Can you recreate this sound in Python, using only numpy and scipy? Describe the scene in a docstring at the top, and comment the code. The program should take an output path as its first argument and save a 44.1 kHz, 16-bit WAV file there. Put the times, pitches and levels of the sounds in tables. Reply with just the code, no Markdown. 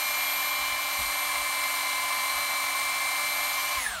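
"""An electric ground-screw driver runs under load in an open garden, then is switched off and coasts down.
Its reduction gears sing and chatter in their housing, its armature, fan and commutator whine,
and the brushes hiss in step with the mains over a rush of cooling air. Turning metal squeals briefly.
Behind it, a faint breeze and a few puffs of wind touch the microphone."""
import sys
import numpy as np
from scipy.fft import rfft, irfft, next_fast_len
from scipy.io import wavfile
from scipy.ndimage import map_coordinates

SR = 44100
rng = np.random.default_rng(int(sys.argv[2]) if len(sys.argv) > 2 else 0)


def put_to_file(sound):
    """Save the sound as 16-bit audio at rate SR, in the file named by the first command-line argument."""
    columns = np.atleast_2d(sound).T  # one column per channel
    safe = np.clip(columns, -1, 1)
    whole_steps = np.round(safe * 32767)
    wavfile.write(sys.argv[1], SR, whole_steps.astype(np.int16))


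N = 176400

OFF_S, COAST_HZ_PER_S = 3.771, 572  # switch-off, and how fast the armature then slows
MAINS_HZ, TOP_HZ = 50, 15780
# the three gear stages' mesh rates and a slow wheel's rate, as multiples of armature speed
LOW_MESH, MID_MESH, HIGH_MESH, WHEEL_RATIO = 3.509, 7.182, 7.917, .05317
SLOTS, BARS = 14, 40  # armature slots, commutator bars


def gear_whine(turns):
    """Three stages sing at their mesh rates and rattle once the power is off; the slowest also growls."""
    # envelopes of the three mesh tones and the growl: time_s, level_db
    low_level = [(0, -46), (.6, -40), (1.1, -44), (1.6, -37), (2.15, -36.5), (2.4, -46), (3.1, -44),
                 (3.35, -41.5), (3.78, -45), (3.86, -52), (3.95, -48), (4, -57)]
    mid_level = [(0, -38), (.9, -40.5), (1.9, -36.5), (2.6, -40), (3.1, -36.5), (3.77, -41.5), (3.835, -47),
                 (3.865, -31), (3.92, -47), (4, -53)]
    high_level = [(0, -35), (.6, -34), (1, -36), (2, -36.5), (2.65, -34.5), (3.77, -36), (3.87, -45),
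                  (3.95, -37), (4, -42)]
    growl_level = [(0, -54), (.9, -45), (1.8, -48), (2.7, -43), (3.4, -49), (3.78, -41.5), (3.86, -55)]
    # harmonics 2, 3 and 4 of the high mesh: relative_db
    overtones_db = [-19.5, -21.5, -38]
    low = envelope(low_level) * tone(LOW_MESH * turns, drift_db=1.6, flutter=.2)
    sidebands = sum(tone((LOW_MESH + k * WHEEL_RATIO) * turns, drift_db=1.5, flutter=.4) for k in (2, 3))
    growl = envelope(growl_level) * sidebands
    mid = envelope(mid_level) * tone(MID_MESH * turns, drift_db=-.4, flutter=.16)
    mid *= wheel_load(turns, swing=.16)
    overtones = sum(amp(db) * tone(k * HIGH_MESH * turns, drift_db=2.5, flutter=.1)
                    for k, db in enumerate(overtones_db, 2))
    high = envelope(high_level) * (tone(HIGH_MESH * turns, drift_db=0, flutter=.086) + overtones)
    backlash = .45 * np.clip((clock() - OFF_S) / .03, 0, 1)  # flutter depth as the teeth run slack
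    return growl + sum(stage * (1 + backlash * wobble(250)) for stage in (low, mid, high))


def gear_chatter(turns):
    """Each tooth scrapes through its contact, in irregular surges, and rings the housing."""
    # housing resonances: pitch_hz, width_hz, relative_db
    housing_modes = [(806, 116, -5.5), (1076, 103, -1), (1176, 80, -6), (1344, 60, -12.5), (1728, 170, -6),
                     (2070, 105, -2), (4180, 380, -14)]
    # chatter envelope: time_s, level_db
    chatter_level = [(0, -36.5), (.9, -37), (1.7, -36.5), (2.7, -36), (3.77, -36.5), (4, -48)]

    def housing(f):
        modes = sum(amp(db) * resonance(f, hz, width) for hz, width, db in housing_modes)
        return modes / (1 + (560 / (f + 1)) ** 10)  # steep low cut at 560 Hz

    contact = 1 + cycle(LOW_MESH * turns)
    scrape = rng.standard_normal(N) * np.exp(.12 * wobble(30)) * wheel_load(turns, swing=.26)
    return envelope(chatter_level) * unit(filtered(contact * scrape, housing))


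def wheel_load(turns, swing):
    """Tooth pressure swells and eases within each turn of a slow gear wheel."""
    # pressure swings once, twice and three times a wheel turn: weight
    swells = [0.43, 0.66, 1]
    wheel_turns = WHEEL_RATIO * turns
    pressure = sum(weight * cycle(k * wheel_turns) for k, weight in enumerate(swells, 1))
    return unit(np.exp(swing * pressure))


def motor(turns, pace):
    """Unbalance hum, armature and fan tones, the slots' magnetic whine and a thin ring near 3 kHz."""
    # armature and fan tones: speed_multiple
    shaft_orders = [2, 5, 9, 13, 15, 16, 22, 25, 30]
    # the same tones at running speed: level_db
    shaft_db = [-51, -53.5, -56, -55, -55, -58, -58.5, -55.5, -63]
    # envelopes of the slot whine and the ring: time_s, level_db
    slot_level = [(0, -43.5), (.8, -46.5), (1.7, -45.5), (2.45, -41), (2.9, -46), (3.3, -43.5), (3.76, -47),
                  (3.82, -57)]
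    ring_level = [(0, -52), (.65, -43), (1.1, -52), (2.1, -48.5), (2.8, -54), (3.8, -48), (4, -60)]
    hum = amp(-58.5) * tone(turns, drift_db=.5, flutter=.071)
    shaft = sum(amp(db) * tone(k * turns, drift_db=.9, flutter=.087)
                for k, db in zip(shaft_orders, shaft_db))
    slots = tone(SLOTS * torque_ripple(turns), drift_db=.4, flutter=.14)
    slots *= envelope(slot_level) * mains_pulse(depth=.39)
    sideband = tone(SLOTS * turns - 2 * MAINS_HZ * clock(), drift_db=1.5, flutter=.17)
    sideband *= amp(-50.5) * (clock() < OFF_S)
    ring = tone(10 * turns, drift_db=.5, flutter=.15)
    ring += amp(-7) * tone(11 * turns, drift_db=0, flutter=.3)
    return hum + shaft * pace ** 5 + slots + sideband + envelope(ring_level) * ring


def mains_pulse(depth):
    """The current peaks twice per mains cycle until the switch is released."""
    return 1 + depth * (clock() < OFF_S) * np.cos(2 * np.pi * 2 * MAINS_HZ * clock())


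def torque_ripple(turns, swing_turns=.0022):
    """The armature hurries a little with each peak of the current."""
    return turns + swing_turns * (mains_pulse(depth=1) - 1)


def commutator(turns):
    """The bars whistle under the brushes and buzz at each peak of the current."""
    # envelopes of the whistle and the octave below it: time_s, level_db
    whistle_level = [(0, -38.5), (.5, -38.5), (.7, -43.5), (.9, -39), (1.2, -40.5), (1.35, -44),
                     (1.75, -38), (1.9, -44), (2.35, -41.5), (2.95, -49), (3.4, -39), (3.65, -40.5),
                     (3.78, -45), (3.86, -37), (3.93, -45), (4, -58)]
    sub_octave_level = [(0, -50), (1, -54.5), (2.6, -49.5), (2.9, -56), (3.45, -58), (3.6, -46),
                        (3.85, -60)]
    bar_passes = BARS * torque_ripple(turns)
    whistle = envelope(whistle_level) * tone(bar_passes, drift_db=1, flutter=.15)
    sub_octave = envelope(sub_octave_level) * tone(bar_passes / 2, drift_db=2.5, flutter=.11)
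    current_peaks = (mains_pulse(depth=1) / 2) ** 8
    buzz = amp(-51) * unit(current_peaks * cycle((BARS + 1) * turns))
    return whistle + sub_octave + buzz


def brushes(turns):
    """Hiss that pulses with the current and with each turn, and a bright sizzle while the screw bites."""
    # colour of the hiss: frequency_hz, relative_db
    hiss_colour = [(2000, -21), (5000, -2.5), (5700, -5.5), (6350, 2.5), (6850, -1.5), (7400, 1.5),
                   (7850, -4.5), (8400, 4.5), (9900, -1), (10400, -4), (11200, -2.5), (12300, 0),
                   (13200, -6.5), (14200, -8), (15700, -10)]
    # envelopes of the hiss and the sizzle: time_s, level_db
    hiss_level = [(0, -36.5), (.5, -37.5), (.75, -39), (.95, -37.5), (1.35, -38.5), (1.7, -38.5),
                  (2.8, -38.5), (3.7, -36.5), (3.87, -39.5), (4, -50)]
    sizzle_level = [(.85, -58), (1, -41.5), (2, -42), (2.6, -42.5), (3.3, -42.5), (3.55, -52)]
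    sizzle = unit(filtered(rng.standard_normal(N), lambda f: resonance(f, hz=8890, width=2760) ** 4))
    hiss = envelope(hiss_level) * noise(hiss_colour) + envelope(sizzle_level) * sizzle
    pulsing = mains_pulse(depth=.04) * (1 + .08 * cycle(turns))
    return hiss * pulsing * amp(.34 * wobble(24.85))


def cooling_air(turns, pace):
    """The fan's rush, weaker as it slows."""
    # colour of the air and bearings: frequency_hz, relative_db
    rush_colour = [(150, -15), (260, -14.5), (350, -20.5), (490, -13), (600, -3.5), (780, 1.5), (920, 0.5),
                   (1200, 3), (1520, -2), (1750, 3), (1920, -3.5), (2400, -2), (2830, -1.5), (3250, 0),
                   (3600, -0.5), (4200, -0.5), (4950, -9.5), (5300, -5), (5700, -9), (8000, -14),
                   (16000, -19)]
    gain = amp(-35.5 + .22 * wobble(6.09)) * pace ** .89
    return gain * noise(rush_colour) * wheel_load(turns, swing=.069)


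def squeals(turns):
    """Turning metal sings out for a moment, its pitch tied to the speed."""
    # metallic squeals: peak_s, half_length_s, speed_multiple, level_db
    squeal_cues = [(.28, .05, 11, -41), (3.6, .02, 10.8, -41), (3.825, 0.033, 25, -40.5)]
    return sum(amp(db) * swell(peak_s, half_s) * cycle(k * turns)
               for peak_s, half_s, k, db in squeal_cues)


def wind():
    """A faint breeze with short low puffs on the microphone."""
    # puffs of wind: peak_s, half_length_s, level_db
    puff_cues = [(0.637, .05, -53), (0.737, 0.017, -46), (0.999, 0.017, -36), (1.062, .04, -50),
                 (1.41, .025, -57), (1.64, .04, -60), (2.38, 0.026, -52), (3.79, .02, -46),
                 (3.92, .08, -54)]
    # colour of the wind rumble: frequency_hz, relative_db
    rumble_colour = [(20, -19), (33, -19), (45, 1), (70, -1), (110, -16.5), (200, -24.5), (500, -38)]
    puffs = sum(amp(db) * swell(peak_s, half_s) for peak_s, half_s, db in puff_cues)
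    breeze = amp(-68.5 + 2.5 * wobble(8.2))
    return (breeze + puffs) * noise(rumble_colour)


def amp(db):
    """Decibels to gain."""
    return 10 ** (np.asarray(db) / 20)


def unit(x):
    """Scale to rms 1."""
    return x / np.sqrt(np.mean(x ** 2) + 1e-20)


def clock():
    """The time of every sample, in seconds."""
    return np.arange(N) / SR


def curve(rows):
    """(time_s, value) points joined by straight lines."""
    return np.interp(clock(), *np.transpose(rows))


def envelope(rows):
    """A gain that rides through (time_s, level_db) points."""
    return amp(curve(rows))


def swell(peak_s, half_length_s):
    """A bell-shaped fade in and out, 1 at its peak."""
    return np.exp(-((clock() - peak_s) / half_length_s) ** 2)


def wobble(rate):
    """A smooth random curve, rate knots a second."""
    return map_coordinates(rng.standard_normal(int(N * rate / SR) + 4), [clock() * rate])


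def filtered(x, response):
    """Shape x with a complex frequency response."""
    size = next_fast_len(N + SR // 2)
    return irfft(rfft(x, size) * response(np.fft.rfftfreq(size, 1 / SR)), size)[:N]


def noise(colour):
    """Noise of rms 1 coloured by (frequency_hz, relative_db) points."""
    hz, db = np.transpose(colour)
    white = rng.standard_normal(N)
    return unit(filtered(white, lambda f: amp(np.interp(np.log(f + 1), np.log(hz), db))))


def resonance(f, hz, width):
    """Response of one resonance, 1 at its centre."""
    return 1j * f * width / (hz * hz - f * f + 1j * f * width)


def cycle(turns):
    """A sine that follows a count of turns, from a random start."""
    return np.sin(2 * np.pi * (turns + rng.random()))


def tone(turns, drift_db, flutter):
    """A machine tone of rms about 1: it drifts slowly in level and flutters in level and phase."""
    level = amp(drift_db * wobble(4.11)) * (1 + flutter * wobble(70))
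    return np.sqrt(2) * level * cycle(turns + flutter * wobble(70) / (2 * np.pi))


def scene():
    """One armature speed drives every part of the machine; both channels hear the same."""
    # armature speed under load: time_s, turns_per_s
    loaded_speed = [(0, 298.1), (.5, 296.9), (.85, 296.1), (.95, 295.1), (1.5, 293.6), (1.95, 292.8),
                    (2.5, 292.3), (2.95, 294.3), (3.3, 293.6), (3.62, 295.1), (3.77, 295.5)]
    speed = curve(loaded_speed) - COAST_HZ_PER_S * np.maximum(clock() - OFF_S, 0)
    turns = np.cumsum(speed) / SR
    pace = speed / np.median(speed)  # 1 at running speed
    drive = motor(turns, pace) + commutator(turns) + brushes(turns) + cooling_air(turns, pace)
    gears = gear_whine(turns) + gear_chatter(turns)
    return np.tile(drive + gears + squeals(turns) + wind(), (2, 1))


def record(dry):
    """A brick-wall high cut takes off the very top."""
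    return np.array([filtered(x, lambda f: f < TOP_HZ) for x in dry])


dry = scene()
out = record(dry)
put_to_file(out)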